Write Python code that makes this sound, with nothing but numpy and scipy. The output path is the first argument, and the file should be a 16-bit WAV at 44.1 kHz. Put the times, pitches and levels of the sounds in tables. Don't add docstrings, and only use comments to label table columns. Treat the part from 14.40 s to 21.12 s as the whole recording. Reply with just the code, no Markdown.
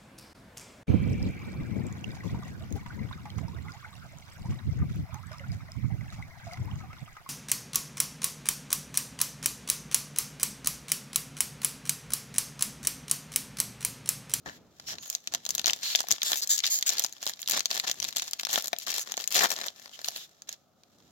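import sys
import numpy as np
from scipy import signal
from scipy.fft import rfft, irfft
from scipy.io import wavfile
from scipy.ndimage import uniform_filter1d

SR = 44100
rng = np.random.default_rng(int(sys.argv[2]) if len(sys.argv) > 2 else 0)


def log_audio(samples):
    frames = np.atleast_2d(samples).T
    limited = np.clip(frames, -1, 1)
    pcm = np.round(limited * 32767).astype(np.int16)
    wavfile.write(sys.argv[1], SR, pcm)


N = 296145
TIME = np.arange(N) / SR
GRAIN = 2048
AGE, HZ = np.arange(GRAIN) / SR, np.maximum(np.arange(GRAIN // 2 + 1) * SR / GRAIN, 1)

# t/s, crack level/dB, centre f/Hz, ring f/Hz, thud level/dB, left over right/dB
CREASES = [(0.0886, -40, 2880, 3200, -61, 7), (0.3984, -40.5, 5300, 5140, -46.5, -3),
           (0.584, -36.5, 3980, 4130, -50, -3), (0.7003, -24.5, 8300, 7100, -73, -1),
           (0.7278, -36, 5300, 6500, -56, 0), (0.7503, -22.5, 5600, 6400, -46, 2),
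           (0.8736, -26.5, 5230, 6200, -41.5, 2), (0.9381, -25, 6050, 6900, -36.5, 6),
           (0.9483, -21, 5700, 7000, -32.5, 0), (1.0523, -30.5, 5870, 6600, -53, 13),
           (1.0637, -27.5, 5850, 4200, -42, -4.5), (1.091, -25.5, 7300, 4770, -59, 3.5),
           (1.1059, -22, 7160, 6940, -62, 2), (1.1506, -21.5, 8100, 4120, -45, 4),
           (1.1805, -24.5, 5900, 6500, -42, 0.5), (1.195, -24.5, 5400, 3800, -38, 4),
           (1.215, -37, 5900, 6100, -52, -3), (1.2436, -25, 4100, 4100, -35, 2.5),
           (1.259, -17.5, 5920, 6100, -52, 6.5), (1.2681, -20, 5800, 6700, -36, 5.5),
           (1.281, -21, 6160, 7150, -38, -10.5), (1.2976, -21.5, 4000, 3090, -52, 6),
           (1.307, -24, 5770, 6100, -36.5, 2), (1.3332, -20.5, 4960, 3630, -39, 3),
           (1.5504, -16.5, 3980, 3500, -36.5, 6.5), (1.5574, -16, 6360, 5000, -52, 2),
           (1.6047, -22.5, 6260, 7150, -30.5, -5.5), (1.6854, -28, 7970, 6000, -39.5, 2),
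           (1.7083, -20, 6640, 5200, -32.5, 0.5), (1.7141, -13.5, 5920, 6560, -45, 17.5),
           (1.7227, -18.5, 6620, 6600, -49, -6), (1.8185, -23, 3900, 3430, -44, -1),
           (1.8313, -20, 6750, 6000, -37, -4.5), (1.9181, -23, 5420, 6900, -32, -3),
           (1.9313, -19.5, 4350, 4060, -33, 1), (2.074, -27, 7600, 6860, -69.5, 5),
           (2.1798, -23, 6040, 6800, -60.5, 9.5), (2.19, -23.5, 5870, 6550, -65, 3),
           (2.2033, -27, 4600, 3000, -66, 6), (2.2385, -22.5, 4100, 3600, -71, -4),
           (2.243, -21.5, 3700, 3700, -65, 8.5), (2.266, -21, 5430, 5000, -62, 1.5),
           (2.4103, -32, 7600, 6560, -68, -6), (2.426, -20, 5200, 6330, -53, 4),
           (2.4924, -16.5, 6370, 5800, -43, 2.5), (2.583, -23, 5760, 6900, -51, 7),
           (2.595, -17.5, 7700, 7300, -49, -7), (2.6213, -32, 5800, 6400, -65, 5),
           (2.639, -22, 7300, 6460, -49, -1), (2.6463, -21.5, 6630, 5300, -30.5, 2.5),
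           (2.6634, -31.5, 6200, 6500, -60, 6), (2.7256, -36, 6300, 6500, -70, 6),
           (2.8282, -31, 6100, 6800, -40.5, -0.5), (2.866, -24.5, 5960, 4060, -33.5, -2.5),
           (2.875, -26.5, 6100, 6550, -54, 3), (2.8953, -27.5, 7200, 7000, -36, -0.5),
           (2.936, -35.5, 4860, 4200, -59, -0.5), (3.0178, -31.5, 9030, 7000, -69, 2),
           (3.029, -32.5, 4800, 4100, -56, -6.5), (3.0602, -40, 4900, 3900, -60, 2),
           (3.076, -24, 5700, 3700, -62, 0), (3.1107, -20.5, 6430, 7060, -43, 6),
           (3.1195, -22, 6400, 6700, -59, -1), (3.1938, -23, 6500, 6130, -45, 7),
           (3.2059, -23, 5000, 4060, -38.5, 9), (3.2567, -19, 5270, 4200, -38, 0.5),
           (3.3128, -22.5, 4700, 4200, -32, 4), (3.3985, -20.5, 5070, 6200, -49, 1.5),
           (3.5135, -20.5, 5200, 6240, -58, 5), (3.601, -26, 5840, 5900, -56, 5),
           (3.6268, -24.5, 4960, 5860, -42.5, 3), (3.643, -26.5, 5800, 6540, -43, -3),
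           (3.6493, -28, 5160, 3830, -43, 12), (3.684, -33, 7150, 6800, -62, 9),
           (3.7266, -36, 5660, 3680, -49, 4), (3.7683, -22, 6200, 6800, -41, 3),
           (3.7964, -26, 4440, 6200, -52, 5), (3.821, -26.5, 6500, 6850, -37.5, -0.5),
           (3.879, -33.5, 6200, 7000, -49, 1), (3.9108, -33.5, 7960, 6500, -70, 2),
           (3.9333, -24, 6050, 4700, -43, 1), (3.9971, -28.5, 4080, 4720, -51, 2.5),
           (4.0098, -34, 6800, 6900, -46, 5), (4.033, -30, 4950, 5300, -39.5, 0),
           (4.0506, -24, 4950, 5330, -45, 9), (4.069, -30.5, 4500, 3600, -36, -2),
           (4.0937, -33, 5500, 4100, -38, 1), (4.13, -22, 5900, 7000, -37, 1),
           (4.158, -18.5, 4970, 3530, -28, 4), (4.178, -43, 4600, 6600, -25, 7),
           (4.2234, -31, 8000, 3700, -68, 7), (4.2436, -30, 7200, 4300, -44, 2),
           (4.258, -31, 9100, 4300, -58, 7), (4.2722, -30, 8000, 3600, -54, 1),
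           (4.281, -27, 6800, 7060, -43, 4), (4.331, -25, 3930, 2350, -29, 2.5),
           (4.364, -38, 4300, 4500, -62, 3), (4.386, -28.5, 8700, 4300, -69, 7),
           (4.473, -43, 4340, 3700, -36.5, 15), (4.4802, -42, 4450, 6500, -39, 21),
           (4.5033, -26.5, 5600, 5000, -54, 15), (4.72, -26, 6200, 6800, -42.5, 3.5),
           (4.7402, -33.5, 4950, 3060, -42, 2.5), (4.7695, -29, 6930, 7060, -56, -2.5),
           (4.7768, -26.5, 5270, 6700, -33, 3), (4.8408, -30, 5200, 4600, -64, 3),
           (4.8759, -21, 6700, 6700, -50, 8), (4.9526, -20, 4940, 7100, -34, -6),
           (4.9647, -23, 5500, 6600, -32, 7.5), (4.992, -18, 4970, 6600, -28, 3.5),
           (5.0087, -43, 4294, 4400, -24, 19), (5.0233, -25, 4840, 4000, -28, -1),
           (5.0328, -32, 4470, 6500, -23, 7.5), (5.0401, -24, 5240, 7000, -29, 2),
           (5.0476, -36, 4800, 6300, -20.5, 3), (5.0573, -25, 4460, 3800, -25.5, 6),
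           (5.104, -25, 6800, 5600, -44, 2), (5.1635, -31, 5200, 6400, -57, 5),
           (5.2133, -33, 4800, 4200, -49, 2), (5.2663, -31, 6000, 6800, -41, 2),
           (5.2831, -28.5, 4060, 4300, -46, -11), (5.4582, -42, 5070, 5000, -46, 3),
           (5.5907, -41, 4900, 5700, -44, -3), (5.6451, -26.5, 4600, 4220, -47, -2),
           (5.6848, -24, 5800, 6600, -40.5, -1), (5.7616, -32, 4930, 4000, -47, 2),
           (6.02, -40.5, 5900, 6500, -55, 0.5), (6.0911, -30, 5870, 6600, -42.5, 0.5),
           (6.127, -33, 6800, 6610, -69, -10), (6.435, -53.5, 4830, 6700, -67, -0.5)]
# t/s, length/s, crackle/dB, rustle/dB, share of sheen/dB
SQUEEZES = [(0.055, 0.043, -40.5, -35, -37), (0.475, 0.054, -37.5, -43, -18),
            (0.615, 0.13, -40.5, -52.5, -7), (0.916, 0.036, -41, -48.5, -18),
            (1.067, 0.13, -46.5, -56, -10.5), (1.269, 0.018, -27.5, -35.5, -13),
            (1.42, 0.19, -33, -49, -20), (1.691, 0.055, -36, -48, -16.5), (1.847, 0.11, -32, -43, -6),
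            (2.168, 0.0089, -32.5, -77, -7.5), (2.228, 0.049, -31, -51, -18),
            (2.488, 0.053, -32.5, -45, -10), (2.586, 0.073, -44, -70, -11), (2.812, 0.086, -38.5, -53, -9),
            (2.987, 0.027, -43, -58, -5.5), (3.077, 0.035, -29, -50, -2.5),
            (3.114, 0.062, -30, -38.5, -16.5), (3.294, 0.091, -33.5, -44, -12.5),
            (3.43, 0.009, -34.5, -38, -18), (3.465, 0.035, -31.5, -42, -13.5),
            (3.612, 0.082, -39, -53.5, -12.5), (3.755, 0.036, -31.5, -47.5, -18),
            (3.808, 0.074, -41.5, -55, -13.5), (3.984, 0.0092, -36, -51, -12),
            (4.081, 0.12, -35.5, -51, -12.5), (4.109, 0.068, -29, -40.5, -9), (4.23, 0.023, -39, -48, -21),
            (4.394, 0.036, -41, -78, -10.5), (4.461, 0.13, -31.5, -46.5, -14),
            (4.657, 0.055, -42.5, -50, -18), (4.785, 0.035, -35, -49, -12.5),
            (4.904, 0.085, -28, -45.5, -7), (4.948, 0.052, -22.5, -34, -15), (4.996, 0.057, -26, -31, -13),
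            (5.086, 0.043, -31.5, -41, -11), (5.155, 0.13, -38.5, -44.5, -15),
            (5.633, 0.059, -40, -75, -6.5), (5.753, 0.014, -32.5, -47, -2), (6.069, 0.065, -49, -60.5, -16)]
# t/s, level/dB
GRIP = [(0, -70), (.3, -73), (.45, -56), (.85, -61), (1.0, -56.5), (1.4, -48), (1.8, -50), (2.42, -51.5),
        (2.57, -35), (2.74, -56), (3.5, -48.5), (4.32, -60), (4.87, -51.5), (5.34, -62.5), (5.39, -49.5),
        (5.48, -54), (5.79, -45), (5.89, -64.5), (6.3, -79), (6.72, -62.5)]
# t/s, length/s, level/dB, first slip rate/Hz, last slip rate/Hz, ring f/Hz
SEAM_PULLS = [(1.848, 0.078, -28, 580, 370, 6850), (1.957, 0.052, -29, 920, 940, 6900),
              (2.017, 0.032, -24.5, 380, 440, 4720), (2.092, 0.074, -20, 910, 750, 7110),
              (2.3, .097, -23.5, 1000, 96, 6500), (2.462, .045, -23, 800, 900, 6300),
              (4.597, 0.036, -28.5, 680, 560, 6400)]
# t/s, level/dB, f/Hz, 60 dB decay/s
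AIR_POPS = [(1.5498, -26, 623, 0.026), (1.641, -30, 670, 0.017), (2.8675, -32, 605, 0.032),
            (4.3315, -18.5, 650, 0.029), (5.6848, -31, 640, 0.023)]
# middle t/s, half length/s, level/dB, resonance
# f/Hz, resonance boost/dB
STROKES = [(0.08, 0.024, -52.5, 880, 24), (0.136, 0.042, -54.5, 1740, 15), (0.501, 0.031, -37.5, 5580, 10),
           (0.674, 0.074, -47.5, 6600, 21), (1.488, 0.054, -32, 4340, 8.5), (1.874, 0.028, -36, 3500, 13.5),
           (5.547, 0.016, -46.5, 3050, 13), (5.788, 0.064, -45.5, 3680, 6)]
# middle t/s, half length/s, level/dB
BUMPS = [(0.076, 0.009, -42.5), (0.17, 0.12, -58), (0.534, 0.066, -55.5), (0.945, 0.037, -58.5),
         (1.216, 0.12, -59), (1.72, 0.016, -48.5), (3.136, 0.045, -59), (3.637, 0.063, -58),
         (6.653, 0.099, -65)]
# t/s, left over right/dB
HAND_PAN = [(.8, 0), (2.1, 3.5), (2.65, 0.5), (3.2, 1), (5.1, 5), (5.7, 1), (6.1, -0.5)]
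# f/Hz, level/dB
FOIL_EQ = [(500, -25.5), (1700, -8.5), (2400, -6.5), (3000, -1), (4200, 1.5), (5100, -1), (6500, 0),
           (7350, 0), (8000, -12), (9000, -17.5), (10500, -11.5), (12800, -8), (16000, -12)]
# f/Hz, level/dB
SEAM_EQ = [(900, -25.5), (1750, -12), (2400, -18), (3500, -7), (5400, -4), (6500, -4), (7400, -1),
           (8100, -10), (9200, -14), (13500, -6.5), (16000, -13.5)]
# f/Hz, level/dB
THUD_EQ = [(40, -38), (110, -19.5), (190, -9), (400, -12), (680, 2), (900, -0.5), (1300, 1), (1900, -1),
           (3000, -20.5)]
# f/Hz, level/dB
RUSTLE_EQ = [(60, -33), (170, -8), (300, -10.5), (500, -5), (680, 1.5), (900, -3.5), (1300, -3), (1800, 3),
             (2800, -32)]
# f/Hz, level/dB
HUSH_EQ = [(30, -9), (65, -1), (220, 4.5), (450, -3.5), (700, 2), (990, -14), (1300, -3), (1700, -20),
           (6400, -21), (8300, -32), (15000, -23)]
# f/Hz, left over right/dB
LEFT_LEAN_EQ = [(350, 7.5), (700, 0.5), (1500, 1.5), (2400, 8.5), (3200, 0), (6500, 0), (14000, 2.5)]


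def crease_snaps(ring_db=6, ring_width_hz=300):
    out = np.zeros((2, N))
    for start, level_db, centre_hz, ring_hz, thud_db, pan_db in CREASES:
        eq_db = foil_eq(centre_hz) + resonance(ring_hz, ring_db, ring_width_hz)
        crack = from_db(level_db) * facet(eq_db, ring_s=0.0012, crack=0.52, alike=0.063)
        thud = from_db(thud_db) * facet(eq_curve(THUD_EQ), ring_s=0.0027, crack=1.0, alike=0.3)
        add(out, start, np.sqrt(SR / 250) * (crack + thud) * panned(pan_db))
    return out


def facet(eq_db, ring_s, crack, alike):
    burst = unit(stereo_noise(GRAIN, alike) * np.exp(-AGE / ring_s))
    burst[:, 0] += crack
    lean_db = np.array([[.5], [-.5]]) * eq_curve(LEFT_LEAN_EQ)
    return unit(coloured(burst * rng.choice([-1, 1]), eq_db + lean_db))


def foil_eq(centre_hz, usual_hz=5500, tilt_db=9.5, peak_db=7.0, width_octaves=0.97):
    tilt = tilt_db * np.log2(centre_hz / usual_hz) * np.log2(np.maximum(HZ, 1500) / usual_hz)
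    peak = peak_db * np.exp(-.5 * (np.log2(HZ / centre_hz) / width_octaves) ** 2)
    return eq_curve(FOIL_EQ) + tilt + peak


def foil_crackle(pan_db, rest_per_s=200, spread_db=5.0, sheen_db=13.5, rub_db=-21, facets=18):
    fine_db, rustle_db, sheen_share_db = handling()
    effort_db = fine_db + 50
    per_s = rest_per_s * from_db(0.55 * effort_db)
    sizes = from_db(spread_db * np.minimum(rng.exponential(1, N), 3)) * rng.choice([-1, 1], N)
    pressure = np.clip(from_db(0.34 * effort_db), 0, 1)
    buckles = pressure * sizes * (rng.random(N) < per_s / SR)
    drive = buckles + from_db(rub_db) * rng.standard_normal(N)
    which_facet = rng.integers(0, facets, N)
    fine = rustle = 0
    for k, centre_hz in enumerate(np.geomspace(3800, 7600, facets)):
        hits = drive * (which_facet == k)
        fine += convolved(hits, facet(foil_eq(centre_hz), ring_s=0.0011, crack=0.23, alike=0.063))
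        rustle += convolved(hits, facet(eq_curve(RUSTLE_EQ), ring_s=0.00085, crack=0.99, alike=0.33))
    sheen = signal.sosfiltfilt(signal.butter(4, 8800, "high", fs=SR, output="sos"), fine)
    fine += (from_db(sheen_share_db + sheen_db) - 1) * sheen
    fine = from_db(fine_db) * levelled(fine, window_s=0.03)
    rustle = from_db(rustle_db) * levelled(rustle, window_s=0.05)
    return (fine + rustle) * panned(pan_db)


def handling(attack_s=0.0092, release_s=.014, grip_rustle_db=-9.5, grip_sheen_db=-13):
    power = from_db(automation(GRIP) + np.array([[0], [grip_rustle_db], [grip_sheen_db]])) ** 2
    for start, length_s, fine_db, rustle_db, share_db in SQUEEZES:
        age = TIME - start
        build = np.clip(age / attack_s, 0, 1)
        settle = np.exp(-np.clip((age - length_s) / release_s, 0, 20))
        power += (from_db([[fine_db], [rustle_db], [fine_db + share_db]]) * build * settle) ** 2
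    fine_db, rustle_db, sheen_db = 10 * np.log10(power)
    return fine_db, rustle_db, sheen_db - fine_db


def clumps(depth_db, clump_s):
    size = int(clump_s * SR)
    drift = uniform_filter1d(uniform_filter1d(rng.standard_normal(N), size), size // 2)
    gain = from_db(depth_db * np.clip(drift / drift.std(), -2, 1))
    return gain / np.sqrt(np.mean(gain ** 2))


def torn_pouch(x, open_s=4.33, cushion_hz=302, bass_db=-4.5, mouth_hz=470, mouth_db=3.5):
    bass = signal.sosfilt(signal.butter(1, cushion_hz, fs=SR, output="sos"), x)
    mouth = signal.lfilter(*signal.iirpeak(mouth_hz, Q=1.14, fs=SR), x)
    openness = np.clip((TIME - open_s) * 10, 0, 1)
    return x + openness * ((from_db(bass_db) - 1) * bass + (from_db(mouth_db) - 1) * mouth)


def seam_zips(pan_db, rise_s=0.015, rise_db=8, sag_db=11.5, uneven_db=3.0, jitter=.14, max_slips=100):
    out = np.zeros((2, N))
    for start, length_s, level_db, first_per_s, last_per_s, ring_hz in SEAM_PULLS:
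        eq_db = eq_curve(SEAM_EQ) + resonance(ring_hz, boost_db=10, width_hz=810)
        patch = facet(eq_db, ring_s=0.0004, crack=0.6, alike=0.19)
        pan = panned(pan_db[int(start * SR)])
        age = 0
        for gap, size in rng.standard_normal((max_slips, 2)):
            slip = unit(patch + 0.3 * facet(eq_db, ring_s=0.00026, crack=0, alike=0.16))
            if age < length_s:
                done = age / length_s
                per_s = first_per_s * (last_per_s / first_per_s) ** (done ** 4)
                pull_db = level_db - rise_db * max(1 - age / rise_s, 0) - sag_db * done ** 2
                gain = np.sqrt(SR / per_s) * from_db(pull_db + uneven_db * size)
                add(out, start + age, slip * gain * pan)
                age += np.exp(jitter * gap) / per_s
    return out


def air_pops(pan_db=7.5, pitch_lift=0.19, slacken_s=0.0033):
    out = np.zeros((2, N))
    for start, level_db, hz, t60 in AIR_POPS:
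        cycles = np.cumsum(hz * (1 + pitch_lift * np.exp(-AGE / slacken_s))) / SR
        decay = from_db(level_db - 60 * AGE / t60)
        add(out, start, decay * np.cos(2 * np.pi * cycles) * panned(pan_db))
    return out


def sliding_swishes():
    out = 0
    for middle, half_s, level_db, hz, boost_db in STROKES:
        eq_db = eq_curve(FOIL_EQ) + resonance(hz, boost_db, width_hz=330)
        out += from_db(level_db) * wash(eq_db, alike=0.042) * stroke(middle, half_s)
    return out


def stroke(middle, half_s):
    return 1 / (1 + ((TIME - middle) / half_s) ** 8)


def hand_bumps(body_hz=150, slope_db=5.0):
    swell = sum(from_db(db) * np.exp(-.5 * ((TIME - middle) / half_s) ** 2) for middle, half_s, db in BUMPS)
    octaves = np.abs(np.log2(HZ / body_hz))
    return swell * wash(-slope_db * octaves ** 2 / (1 + .5 * octaves), alike=0.85)


def room_echoes(x, boxes_db=-12.5, boxes_from_s=0.00204, boxes_fade_s=0.0049, tail_db=-24.5, t60=0.3):
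    age = TIME[:SR // 2]
    early, tail = rng.standard_normal((2, 2, len(age)))
    early = unit(early * (age > boxes_from_s) * np.exp(-age / boxes_fade_s))
    tail = signal.sosfilt(signal.butter(1, 9000, fs=SR, output="sos"), tail)
    tail = unit(tail * (age > .006) * from_db(-60 * age / t60))
    mono = x.sum(axis=0) / np.sqrt(2)
    return convolved(x, from_db(boxes_db) * early) + convolved(mono, from_db(tail_db) * tail)


def room_hush(level_db=-68):
    return from_db(level_db) * wash(eq_curve(HUSH_EQ), alike=0.65)


def wash(eq_db, alike):
    impulse = np.ones((2, 1)) * (AGE == 0)
    return convolved(stereo_noise(N, alike), unit(coloured(impulse, eq_db)))


def stereo_noise(size, alike):
    return np.sqrt(alike) * rng.standard_normal(size) + np.sqrt(1 - alike) * rng.standard_normal((2, size))


def from_db(db):
    return 10 ** (np.asarray(db) / 20)


def unit(x):
    return x / np.sqrt(np.sum(x ** 2) / 2 + 1e-20)


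def automation(points):
    return np.interp(TIME, *np.transpose(points))


def eq_curve(points):
    hz, db = np.transpose(points)
    return np.interp(np.log(HZ), np.log(hz), db)


def resonance(hz, boost_db, width_hz):
    return boost_db / (1 + ((HZ - hz) / width_hz) ** 2)


def panned(pan_db):
    gains = from_db(np.array([[.5], [-.5]]) * pan_db)
    return gains / np.sqrt(np.mean(gains ** 2, axis=0))


def coloured(burst, eq_db):
    cepstrum = irfft(np.log(from_db(eq_db)))
    cepstrum[..., 1:GRAIN // 2] *= 2
    cepstrum[..., GRAIN // 2 + 1:] = 0
    return irfft(rfft(burst) * np.exp(rfft(cepstrum)))


def convolved(x, response):
    return signal.oaconvolve(np.atleast_2d(x), response, axes=1)[:, :N]


def add(out, start, sound):
    at = round(start * SR)
    out[:, at:at + GRAIN] += sound[:, :max(N - at, 0)]


def levelled(x, window_s):
    power = uniform_filter1d(np.mean(x ** 2, axis=0), int(window_s * SR))
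    return x / np.sqrt(uniform_filter1d(power, int(window_s * SR / 2)) + 1e-4 * power.mean())


def scene(port_lag_s=.00033):
    pan_db = automation(HAND_PAN)
    slack = 1 - .5 * sum(stroke(middle, half_s) for middle, half_s, *_ in STROKES)
    ragged = clumps(depth_db=1.5, clump_s=0.017) * clumps(depth_db=2.2, clump_s=0.004)
    crinkle = crease_snaps() + slack * ragged * foil_crackle(pan_db)
    left, right = torn_pouch(crinkle) + seam_zips(pan_db) + sliding_swishes() + air_pops()
    late_right = np.interp(np.arange(N) - round(port_lag_s * SR), np.arange(N), right)
    foil = np.array([left, late_right])
    return foil + room_echoes(foil) + hand_bumps() + room_hush()


def record(dry, low_cut_hz=55, high_cut_hz=15950):
    thin = signal.sosfilt(signal.butter(2, low_cut_hz, "high", fs=SR, output="sos"), dry)
    return signal.sosfilt(signal.ellip(10, .1, 80, high_cut_hz, fs=SR, output="sos"), np.tanh(thin))


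dry = scene()
out = record(dry)
log_audio(out)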